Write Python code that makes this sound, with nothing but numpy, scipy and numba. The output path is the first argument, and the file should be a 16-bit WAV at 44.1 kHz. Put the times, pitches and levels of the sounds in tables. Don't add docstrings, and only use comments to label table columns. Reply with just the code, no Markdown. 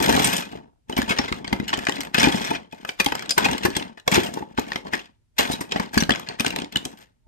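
import sys
import numpy as np
from scipy import signal
from scipy.fft import rfft, irfft, next_fast_len
from scipy.io import wavfile
from numba import njit

SR = 44100
rng = np.random.default_rng(int(sys.argv[2]) if len(sys.argv) > 2 else 0)


def persist_wave(psi):
    counts = np.round(np.clip(psi, -1, 1) * 32767).astype(np.int16)
    wavfile.write(sys.argv[1], SR, np.atleast_2d(counts).T)


N = 320607
CORNERS = 4

# (time [s], peak level [dB], brick pitch [Hz], edge tick above the peak [dB], contact [ms])
KNOCK_EVENTS = [(0.023, -18.5, 2260, 9.5, 7.1), (0.038, -22, 2270, -12.5, 6), (0.06, -17.5, 2550, 6, 1.1),
                (0.0903, -20, 3000, 3, 2.4), (0.1084, -19.5, 2500, 0, 1.6), (0.1385, -23, 2400, -13, 5.5),
                (0.191, -17, 2300, -19, 2.7), (0.1978, -18.5, 2740, 2, 2.2), (0.242, -14.5, 2200, 13, 7.8),
                (0.271, -18.5, 2380, 8, 2.6), (0.328, -17, 2600, 5, 6.6), (0.3649, -22.5, 3090, 11, 4),
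                (0.421, -28.5, 2420, -13.5, 5.7), (0.895, -34.5, 2100, 8, 3.2),
                (0.925, -28, 2860, -16, 1.7), (0.966, -17.5, 3030, -3, 2.3), (0.974, -15, 2240, -2.5, 10),
                (1.0171, -14.5, 1700, -2, 1.1), (1.091, -14.5, 2580, -5, 8.6),
                (1.105, -13.5, 2200, -12, 8.5), (1.118, -17, 2130, -13, 8.7),
                (1.186, -10.5, 2090, -22, 6.7), (1.185, -10.5, 5400, -26, 2.1),
                (1.2402, -20.5, 1370, -31, 1.2), (1.277, -20, 2040, -17.5, 15),
                (1.324, -15.5, 1620, -15, 1.3), (1.444, -25, 2200, -12, 3.5),
                (1.4771, -22.5, 3240, -25, 1.7), (1.5268, -11.5, 2070, -7, 2.9),
                (1.599, -19.5, 2000, -15, 1.6), (1.6776, -20, 3040, -2.5, 15),
                (1.6918, -19, 2700, -22.5, 1.1), (1.702, -26, 2280, -15, 1.7),
                (1.7286, -11, 1740, -20, 4.1), (1.737, -14, 1770, -21, 0.5), (1.738, -16.5, 3180, -21, 4.4),
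                (1.7733, -24.5, 2950, 3.5, 1.1), (1.7883, -21, 1800, 1, 2.5), (1.851, -25, 5140, -3, 1.5),
                (1.8686, -7, 2340, -27, 1.3), (1.885, -14.5, 2480, -12, 1.5),
                (1.8941, -15, 1890, 0.5, 0.96), (1.9211, -18, 3070, -11, 0.95),
                (1.957, -29.5, 3960, 0.5, 1.9), (2.0063, -20, 2140, 4, 1.0), (2.013, -21.5, 4400, -3, 0.93),
                (2.033, -24.5, 1900, 0, 1), (2.049, -25, 1930, -5, 1.6), (2.07, -27.5, 1710, -10, 1.5),
                (2.1443, -10, 2550, -1, 2.5), (2.147, -14, 1540, -16, 3.4), (2.178, -10.5, 2740, -17.5, 6),
                (2.1828, -12.5, 2720, -0.5, 4.5), (2.195, -11.5, 5420, -3, 4.9), (2.24, -6.5, 2410, -7, 2),
                (2.32, -21, 3370, -6, 5.1), (2.3407, -23.5, 2010, -23.5, 3.6), (2.352, -24.5, 5350, -7, 13),
                (2.3787, -24.5, 2460, -8, 5.3), (2.41, -29, 5510, -9, 12), (2.4446, -25, 5650, -15, 7.2),
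                (2.5016, -23.5, 2520, 2, 8.6), (2.5458, -20, 2410, -29, 11), (2.723, -33.5, 2450, -4, 5.6),
                (2.8486, -19.5, 1430, -7, 2.14), (2.8908, -14, 2420, -11, 2),
                (2.9978, -6.5, 2535, -3.5, 5.9), (3.0115, -21.5, 2720, 4, 1.2), (3.044, -25, 1930, 12, 3),
                (3.0604, -12, 3200, -0.5, 1.9), (3.085, -19, 2170, -13.5, 2.8),
                (3.12, -13.5, 1910, -12, 3.2), (3.1517, -15.5, 1510, -2, 1.8), (3.193, -24.5, 2270, 3, 1.5),
                (3.2229, -25, 2160, -2, 1.3), (3.2586, -28, 2090, -6, 1.2), (3.2926, -15, 5100, 1, 2.8),
                (3.3061, -13.5, 4970, 5, 4.4), (3.3198, -20, 4930, -21.5, 1.7),
                (3.3775, -5.5, 1650, 1.5, 5.5), (3.442, -11.5, 2600, -10, 9.7),
                (3.4507, -15.5, 2830, -7.5, 9.8), (3.485, -15.5, 2080, -12.5, 0.97),
                (3.5115, -23, 2850, 3, 2.7), (3.531, -18, 2950, -8, 1.3), (3.5797, -22, 2980, -1.5, 1.2),
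                (3.6303, -17.5, 2780, -5, 12), (3.6494, -11.5, 1760, -1, 7.8),
                (3.702, -26.5, 4540, -15, 1.4), (3.7491, -21, 3420, -23, 9.4),
                (3.764, -11.5, 3223, -1, 4.2), (3.7956, -24, 2900, -17, 2.5), (3.8244, -22, 2700, -25, 1.4),
                (3.972, -33, 1910, -13, 10), (3.9978, -36.5, 2860, -6, 1.1), (4.077, -5.5, 1770, -2, 1.8),
                (4.115, -17, 2230, 3.5, 3.8), (4.123, -14.5, 2310, -14, 3.3),
                (4.1425, -14.5, 2690, 10, 5.3), (4.157, -14, 2286, -11.5, 4.7), (4.232, -23, 3230, -5, 1.8),
                (4.265, -27.5, 2830, -15, 3.6), (4.339, -28, 5630, 4.5, 1.6), (4.369, -31, 1400, -4, 10),
                (4.419, -38, 1885, -22, 3), (4.5766, -16.5, 1580, -11, 1), (4.5938, -19, 2850, 1, 2),
                (4.7194, -12, 1830, -29.5, 0.15), (4.732, -23.5, 2570, -20, 1.2),
                (4.7582, -10.5, 2120, -19, 1.5), (4.866, -31.5, 1840, -23, 6.1),
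                (4.934, -11.5, 1924, -9, 2.4), (4.939, -16, 1801, -24, 5.9), (5.382, -11.5, 2920, 2.5, 11),
                (5.449, -23, 2380, -11.5, 4.4), (5.516, -22, 3820, 8, 5.9), (5.529, -23, 3800, 6, 7.1),
                (5.6053, -21.5, 1940, 2, 9.4), (5.712, -27, 3120, -23, 1.7),
                (5.7195, -11.5, 2950, -33, 2.8), (5.759, -18, 1920, -27, 3.9),
                (5.7969, -19, 2130, -1, 2.34), (5.8242, -27, 1580, -5, 2.3), (5.942, -20.5, 1610, 1, 2.5),
                (5.9757, -6.5, 1680, -1, 0.87), (5.977, -11.5, 4510, -21, 4.9),
                (6.004, -20, 2970, -9.5, 4.9), (6.002, -17, 6070, -7, 5), (6.023, -13.5, 1580, -5, 1.6),
                (6.0355, -15, 2910, -2, 0.91), (6.0937, -8.5, 1680, -8, 0.94), (6.1055, -7, 3030, -16, 1.4),
                (6.118, -14, 3200, -16, 2.2), (6.1373, -16.5, 2470, -24, 0.38),
                (6.149, -18.5, 1540, -12, 1.8), (6.158, -19, 2820, -18, 0.877),
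                (6.1961, -25.5, 1205, 0.5, 1), (6.2875, -18, 4360, -10, 0.595),
                (6.397, -13.5, 2530, -3, 1.4), (6.4047, -11, 2360, 0.5, 2.8), (6.446, -13, 1520, -4.5, 2.7),
                (6.4639, -5.5, 3500, -9, 0.6), (6.48, -14, 4600, -5, 0.52), (6.503, -19.5, 2840, -8, 3.4),
                (6.5614, -13.5, 4020, -2.5, 0.36), (6.587, -17, 2840, -13, 0.62),
                (6.5997, -27.5, 2480, -4, 0.53), (6.619, -22.5, 3050, -23, 0.5),
                (6.645, -25.5, 3800, -24.5, 0.29), (6.7229, -30, 3250, -2, 3.2),
                (6.758, -10, 2920, -5, 0.97), (6.7698, -16, 3780, -6.5, 0.57), (6.851, -24.5, 3330, 8, 2.3)]
# (multiple of pitch [ratio], relative level [dB], unscaled 60 dB ring time [s])
BRICK_MODES = [(1, -2.5, 0.02), (.7, -0.5, 0.0027), (1.35, -3, 0.0034), (1.8, -11, 0.0056),
               (2.3, -15.5, 0.0067), (1.05, 2, 0.0018)]
# (unscaled frequency [Hz], relative level [dB], unscaled 60 dB ring time [s])
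EDGE_MODES = [(6600, -8.5, 0.0017), (7260, -4.5, 0.0017), (9340, -3.5, 0.0028), (11950, -4.5, 0.0055),
              (13700, -1, 0.0055)]


def knocks():
    time_s, peak_db, pitch_hz, edge_db, contact_ms = np.transpose(KNOCK_EVENTS)
    contact_s = np.clip(contact_ms, 0.1, 12) / 1000
    fullness = np.clip(0.63 + 0.25 * contact_ms, 0.2, 1.1)
    ring = (fullness * np.minimum(4200 / pitch_hz, 1))[:, None]
    body = blows(time_s, peak_db, contact_s, BRICK_MODES, pitch=pitch_hz, ring=ring,
                 detune=0.02, uneven_db=2.5)
    edges = blows(time_s, peak_db + edge_db, contact_s, EDGE_MODES, detune=0.1)
    return body + edges


# (time [s], bin floor peak level [dB], floor pitch [Hz], bin wall peak level [dB])
THUMP_EVENTS = [(0.09, -13.5, 261, -16), (0.107, -13.5, 243, -22), (0.15, -12, 271, -14.5),
                (0.175, -16, 240, -13), (0.2, -14.5, 231.1, -11.5), (0.256, -16, 167, -32.5),
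                (0.53, -31, 233.7, -33), (0.897, -23.5, 224.5, -23), (0.969, -18, 229.2, -20),
                (0.988, -9, 230.4, -21.5), (1.031, -21, 221.2, -35.5), (1.105, -15, 193.6, -34),
                (1.194, -10.5, 226.5, -23), (1.251, -26, 261, -49), (1.317, -15, 218, -47.5),
                (1.412, -28, 215.2, -45), (1.444, -25, 222, -40), (1.528, -7.5, 223, -14.5),
                (1.6, -12.5, 218.5, -39), (1.629, -20, 247.4, -38.5), (1.732, -37, 227, -27),
                (1.78, -20, 238, -26.5), (1.887, -16, 240.3, -23), (2.148, -24.5, 252, -38.5),
                (2.272, -3, 264.5, -12), (2.347, -12.5, 214.3, -28), (2.512, -18.5, 291, -16.5),
                (2.73, -32.5, 238, -32), (2.888, -41, 351, -27.5), (3.002, -18, 211, -47),
                (3.064, -14, 271.5, -16), (3.123, -22.5, 261, -19.5), (3.385, -28.5, 259, -15.5),
                (3.458, -18.5, 255, -12), (3.516, -20, 220, -25), (3.651, -7.5, 337, -31.5),
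                (3.684, -15.5, 208, -47.5), (3.768, -17, 290, -25.5), (4.077, -26.5, 443, -25.5),
                (4.126, -17.5, 290.5, -34), (4.179, -4.5, 339, -14.5), (4.243, -26.5, 204.7, -39),
                (4.372, -25, 305.6, -21), (4.424, -27.5, 262, -26.5), (4.584, -12.5, 249.5, -14.5),
                (5.393, -32.5, 281, -11), (5.5, -15, 246.6, -21.5), (5.537, -19.5, 210, -28.5),
                (5.61, -22, 288, -25.5), (5.734, -32.5, 227, -30), (5.759, -17.5, 185.4, -18),
                (5.799, -13, 191, -18.5), (5.972, -4.5, 226, -24.5), (6.024, -9.5, 166.3, -32),
                (6.092, -15, 259, -12), (6.11, -10, 233, -23.5), (6.298, -34, 250, -31),
                (6.403, -15.5, 221.4, -37), (6.468, -16, 249.6, -20), (6.563, -28.5, 254, -22),
                (6.619, -24.5, 247, -34.5), (6.763, -16, 216, -38.5), (6.858, -23, 246, -30.5)]
# (multiple of pitch [ratio], relative level [dB], unscaled 60 dB ring time [s])
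FLOOR_MODES = [(.78, 3, 0.064), (.45, -14, 0.086), (.25, -14, 0.12), (1.05, -5, 0.043), (1.6, -7, 0.016)]
# (unscaled frequency [Hz], relative level [dB], unscaled 60 dB ring time [s])
WALL_MODES = [(483, -10, 0.078), (620, 2, 0.012), (773, 1.5, 0.028), (928, 3.5, 0.039), (1120, -3.5, 0.01)]
SAG = 0.75


def thumps():
    time_s, floor_db, pitch_hz, wall_db = np.transpose(THUMP_EVENTS)
    floor = blows(time_s, floor_db, 0.0006, FLOOR_MODES, pitch=pitch_hz,
                  detune=0.04, uneven_db=2.5, gritty=False, sag=SAG)
    wall = blows(time_s, wall_db, 0.0022, WALL_MODES, detune=0.05, uneven_db=1.0)
    return floor + wall


# (start time [s], duration [s], rattle level [dB], edge tick level [dB], rumble level [dB])
SLIDE_EVENTS = [(-0.02, 0.23, -36.5, -40.5, -35), (0.198, 0.19, -38, -39.5, -39),
                (0.514, 0.047, -59.5, -70, -49.5), (0.899, 0.018, -53.5, -58.5, -45.5),
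                (0.967, 0.063, -44, -55, -50.5), (1.081, 0.032, -44.5, -58, -44.5),
                (1.159, 0.089, -46, -62, -51), (1.275, 0.097, -55, -64, -48.5),
                (1.464, 0.23, -57.5, -77, -49.5), (1.715, 0.1, -51.5, -77, -47.5),
                (1.809, 0.17, -52, -60.5, -56), (1.94, 0.082, -51.5, -68, -44.5),
                (2.15, 0.05, -35, -49.5, -45.5), (2.202, 0.062, -32.5, -40, -34.5),
                (2.317, 0.11, -41.5, -49.5, -42.5), (2.442, 0.092, -44.5, -56, -42),
                (2.715, 0.12, -65.5, -74.5, -58.5), (2.88, 0.015, -57.5, -56, -70.5),
                (2.992, 0.011, -47, -55.5, -59), (3.067, 0.19, -51, -78, -51.5),
                (3.381, 0.0036, -35.5, -60.5, -35.5), (3.43, 0.11, -42.5, -56, -40),
                (3.612, 0.23, -52, -67.5, -48.5), (4.074, 0.047, -51.5, -56.5, -49.5),
                (4.126, 0.036, -30, -36.5, -34), (4.231, 0.039, -46.5, -49, -42.5),
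                (4.316, 0.082, -58, -62.5, -47), (4.488, 0.097, -72.5, -82.5, -61.5),
                (4.579, 0.01, -44, -62, -47), (4.673, 0.11, -55, -63, -50), (4.849, 0.034, -61, -74, -50.5),
                (4.933, 0.013, -40.5, -49, -49), (5.394, 0.0079, -31, -35.5, -37),
                (5.445, 0.08, -45, -51.5, -44), (5.573, 0.11, -61, -72.5, -54),
                (5.713, 0.12, -50, -62.5, -48), (5.938, 0.071, -44.5, -48.5, -47),
                (6.106, 0.1, -53, -67.5, -49.5), (6.27, 0.033, -50.5, -79, -52),
                (6.392, 0.13, -50, -63, -51), (6.517, 0.092, -53, -81, -44.5),
                (6.727, 0.032, -50.5, -77, -50.5), (6.828, 0.1, -65, -70, -58),
                (6.975, 0.045, -64, -67, -71.5)]
RISE_DB_PER_S = 1491.5
SETTLE_DB_PER_S = 238.5, 330, 164


def sliding():
    start, lasts, *levels = np.transpose(SLIDE_EVENTS)[..., None]
    t = np.arange(0, N, 32) / SR
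    before = np.maximum(start - t, 0)
    after = np.maximum(t - start - np.abs(lasts), 0)
    gains = []
    for db, fall in zip(levels, SETTLE_DB_PER_S):
        slide_gain = undb(db - RISE_DB_PER_S * before - fall * after)
        total = np.sqrt(np.sum(slide_gain ** 2, axis=0))
        gains.append(np.interp(np.arange(N) / SR, t, total))
    return gains


def scatter(per_s, spread_db):
    chance = rng.random((int(per_s * N / SR), 3))
    return chance[:, 0] * N / SR, -spread_db * np.log(1 - chance[:, 1]), chance[:, 2]


CLACK_DB = -4
RUMBLE_WALL_DB = -6


def heap():
    rattle_gain, tick_gain, rumble_gain = sliding()

    time_s, db, share = scatter(600, spread_db=2.5)
    fine_rattle = blows(time_s, db, 0.0038, BRICK_MODES, pitch=1500 * 2.3 ** share, ring=1.7)
    fine_ticks = blows(time_s, db, 0.0019, EDGE_MODES, detune=0.048)

    time_s, db, share = scatter(130, spread_db=2.5)
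    clacks = blows(time_s, db, 0.00072, BRICK_MODES, pitch=1400 * 2.4 ** share, ring=1.1)
    clack_ticks = blows(time_s, db, 0.00066, EDGE_MODES)
    rattle = level(fine_rattle, 0) + level(clacks, CLACK_DB)
    ticks = level(fine_ticks, 0) + level(clack_ticks, CLACK_DB)

    time_s, db, share = scatter(160, spread_db=2.0)
    floor = blows(time_s, db, 0.002, FLOOR_MODES, pitch=240 * 1.4 ** share, ring=0.87)
    wall = blows(time_s, db, 0.0015, WALL_MODES, detune=0.038)
    rumble = level(floor, 0) + level(wall, RUMBLE_WALL_DB)
    return rattle_gain * level(rattle, 0) + tick_gain * level(ticks, 0) + rumble_gain * rumble


def blows(time_s, db, contact_s, modes, pitch=0.95, ring=0.73, detune=0.082, uneven_db=3.0, gritty=True, sag=0.):
    ratio, mode_db, t60 = np.transpose(modes)
    chance = rng.standard_normal((len(time_s), 2, len(ratio)))
    corner = rng.integers(0, CORNERS, len(time_s))
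    one = np.ones((len(time_s), 1))
    hz = np.reshape(pitch, (-1, 1)) * ratio * np.exp(detune * chance[:, 0])
    hz = np.clip(hz, 20, 0.45 * SR)
    gain = undb(mode_db + uneven_db * chance[:, 1])
    start = np.clip((time_s * SR).astype(int), 0, N - 2)
    contact = contact_s * one[:, 0]
    rise = 0.001 + 0.37 * contact
    grit = rng.standard_normal(N) * rng.exponential(1, N) if gritty else np.ones(N)
    return strike(start, corner, undb(db), contact, rise, hz, gain, one * ring * t60, grit, sag,
                  np.zeros((CORNERS, N)))


SAG_S = 0.0089


@njit
def strike(start, corner, peak, contact, rise, hz, gain, t60, grit, sag, out):
    for e in range(len(start)):
        n = min(int(SR * (6 * contact[e] + t60[e].max())), len(grit) - start[e])
        y = np.zeros(n)
        fade = np.exp(-1 / (contact[e] * SR))
        for m in range(hz.shape[1]):
            turn = np.exp(2j * np.pi * hz[e, m] / SR - np.log(1000) / (t60[e, m] * SR))
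            z = 0j
            push = gain[e, m]
            sharp = sag * 2 * np.pi * hz[e, m] / SR
            for i in range(n):
                onset = min((i + 1) / (rise[e] * SR), 1.)
                z = z * turn * (1 - sharp ** 2 / 2 + 1j * sharp) + onset * push * grit[start[e] + i]
                push *= fade
                sharp *= 1 - 1 / (SAG_S * SR)
                y[i] += z.imag
        out[corner[e], start[e]:start[e] + n] += y * peak[e] / (np.abs(y).max() + 1e-18)
    return out


# (frequency [Hz], lead of the left port [rad])
PORT_LEAD_CURVE = [(0, 1.6), (170, 0.8), (260, 1.5), (390, 2.4), (620, 3.3), (900, 1.8), (1380, 3.5),
                   (2330, 5.7), (4570, 10.9), (5430, 14.2), (7580, 13.3), (9730, 14.7), (12200, 18.6),
                   (16100, 22.2)]
# (frequency [Hz], left minus right [dB])
PORT_BALANCE_CURVE = [(60, 4), (110, 1), (200, 3), (380, 2.5), (700, 2), (1290, 4.5), (2380, 4), (4400, 3),
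                      (8120, 1.5), (15000, -1.5)]
CORNER_RAD, CORNER_HZ, CORNER_DB = 1.1, 3800, 2.5


def ports(x):
    size = next_fast_len(N)
    corner = np.linspace(-1, 1, len(x))[:, None]
    f = np.maximum(np.arange(size // 2 + 1) * SR / size, 1)
    corner_lead = CORNER_RAD * corner * np.exp(-np.log(f / CORNER_HZ) ** 2 / 0.48)
    lead = np.interp(f, *np.transpose(PORT_LEAD_CURVE)) + corner_lead
    hz, db = np.transpose(PORT_BALANCE_CURVE)
    balance_db = np.interp(np.log(f), np.log(hz), db) + CORNER_DB * corner
    half = np.sqrt(undb(balance_db))
    paths = np.array([half, np.exp(-1j * lead) / half])
    return irfft(np.sum(rfft(x, size) * paths, axis=1), size)[:, :N]


def echoes(x, t60_s, db, gap_s):
    t = np.arange(int(1.3 * t60_s * SR)) / SR
    fade = np.exp(-np.log(1000) * t / t60_s) * np.minimum(t / gap_s, 1)
    tail = rng.standard_normal((len(x), 2, len(t))) * fade
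    tail *= undb(db) / np.sqrt(np.sum(tail ** 2, axis=2, keepdims=True))
    return signal.fftconvolve(x[:, None], tail, axes=2).sum(axis=0)[:, :N]


# (frequency [Hz], relative level [dB])
ROOM_TONE_COLOUR = [(18, -37), (30, -2), (102, -1.5), (564, -30.5), (5380, -37.5), (9820, -39.5),
                    (10600, -44.5), (12000, -43.5), (15600, -63), (22000, -120)]


def room_tone():
    return level(shape(rng.standard_normal((2, N)), ROOM_TONE_COLOUR), -65.5)


def undb(db):
    return 10 ** (np.asarray(db) / 20)


def level(x, db):
    return x * undb(db) / np.sqrt(np.mean(x ** 2))


def shape(x, table):
    hz, db = np.transpose(table)
    size = next_fast_len(x.shape[-1])
    f = np.maximum(np.arange(size // 2 + 1) * SR / size, 1)
    gain = undb(np.interp(np.log(f), np.log(hz), db))
    return irfft(rfft(x, size) * gain, size)[..., :x.shape[-1]]


# (frequency [Hz], level [dB])
OVERALL_COLOUR = [(25, -35.5), (45, -7.5), (100, -2), (500, 8), (1300, 3.5), (2500, 2.5), (4000, 5.5),
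                  (8000, 3), (9500, 2.5), (10500, -11.5), (11500, -4.5), (13500, -6), (15000, -12),
                  (16500, -25.5)]


def scene():
    dry = knocks() + thumps() + heap()
    bass = signal.sosfilt(signal.butter(2, 400, fs=SR, output="sos"), dry)
    middle = signal.sosfilt(signal.butter(1, [1100, 7000], "bandpass", fs=SR, output="sos"), dry)
    inside_bin = echoes(middle, t60_s=0.022, db=-2, gap_s=0.0007)
    shared, apart = echoes(bass, t60_s=0.3, db=-13, gap_s=0.012)
    room = echoes(dry - bass, t60_s=0.21, db=-9.5, gap_s=0.0013)
    room += undb(-5.5) * apart * np.array([[1], [-1]])
    direct = ports(dry + shared / CORNERS)
    return shape(direct + inside_bin + room, OVERALL_COLOUR) + room_tone()


def record(dry):
    rounded = 0.92 * np.tanh(1.015 * dry)
    return signal.sosfilt(signal.ellip(8, 0.2, 70, 16500, fs=SR, output="sos"), rounded)


dry = scene()
out = record(dry)
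persist_wave(out)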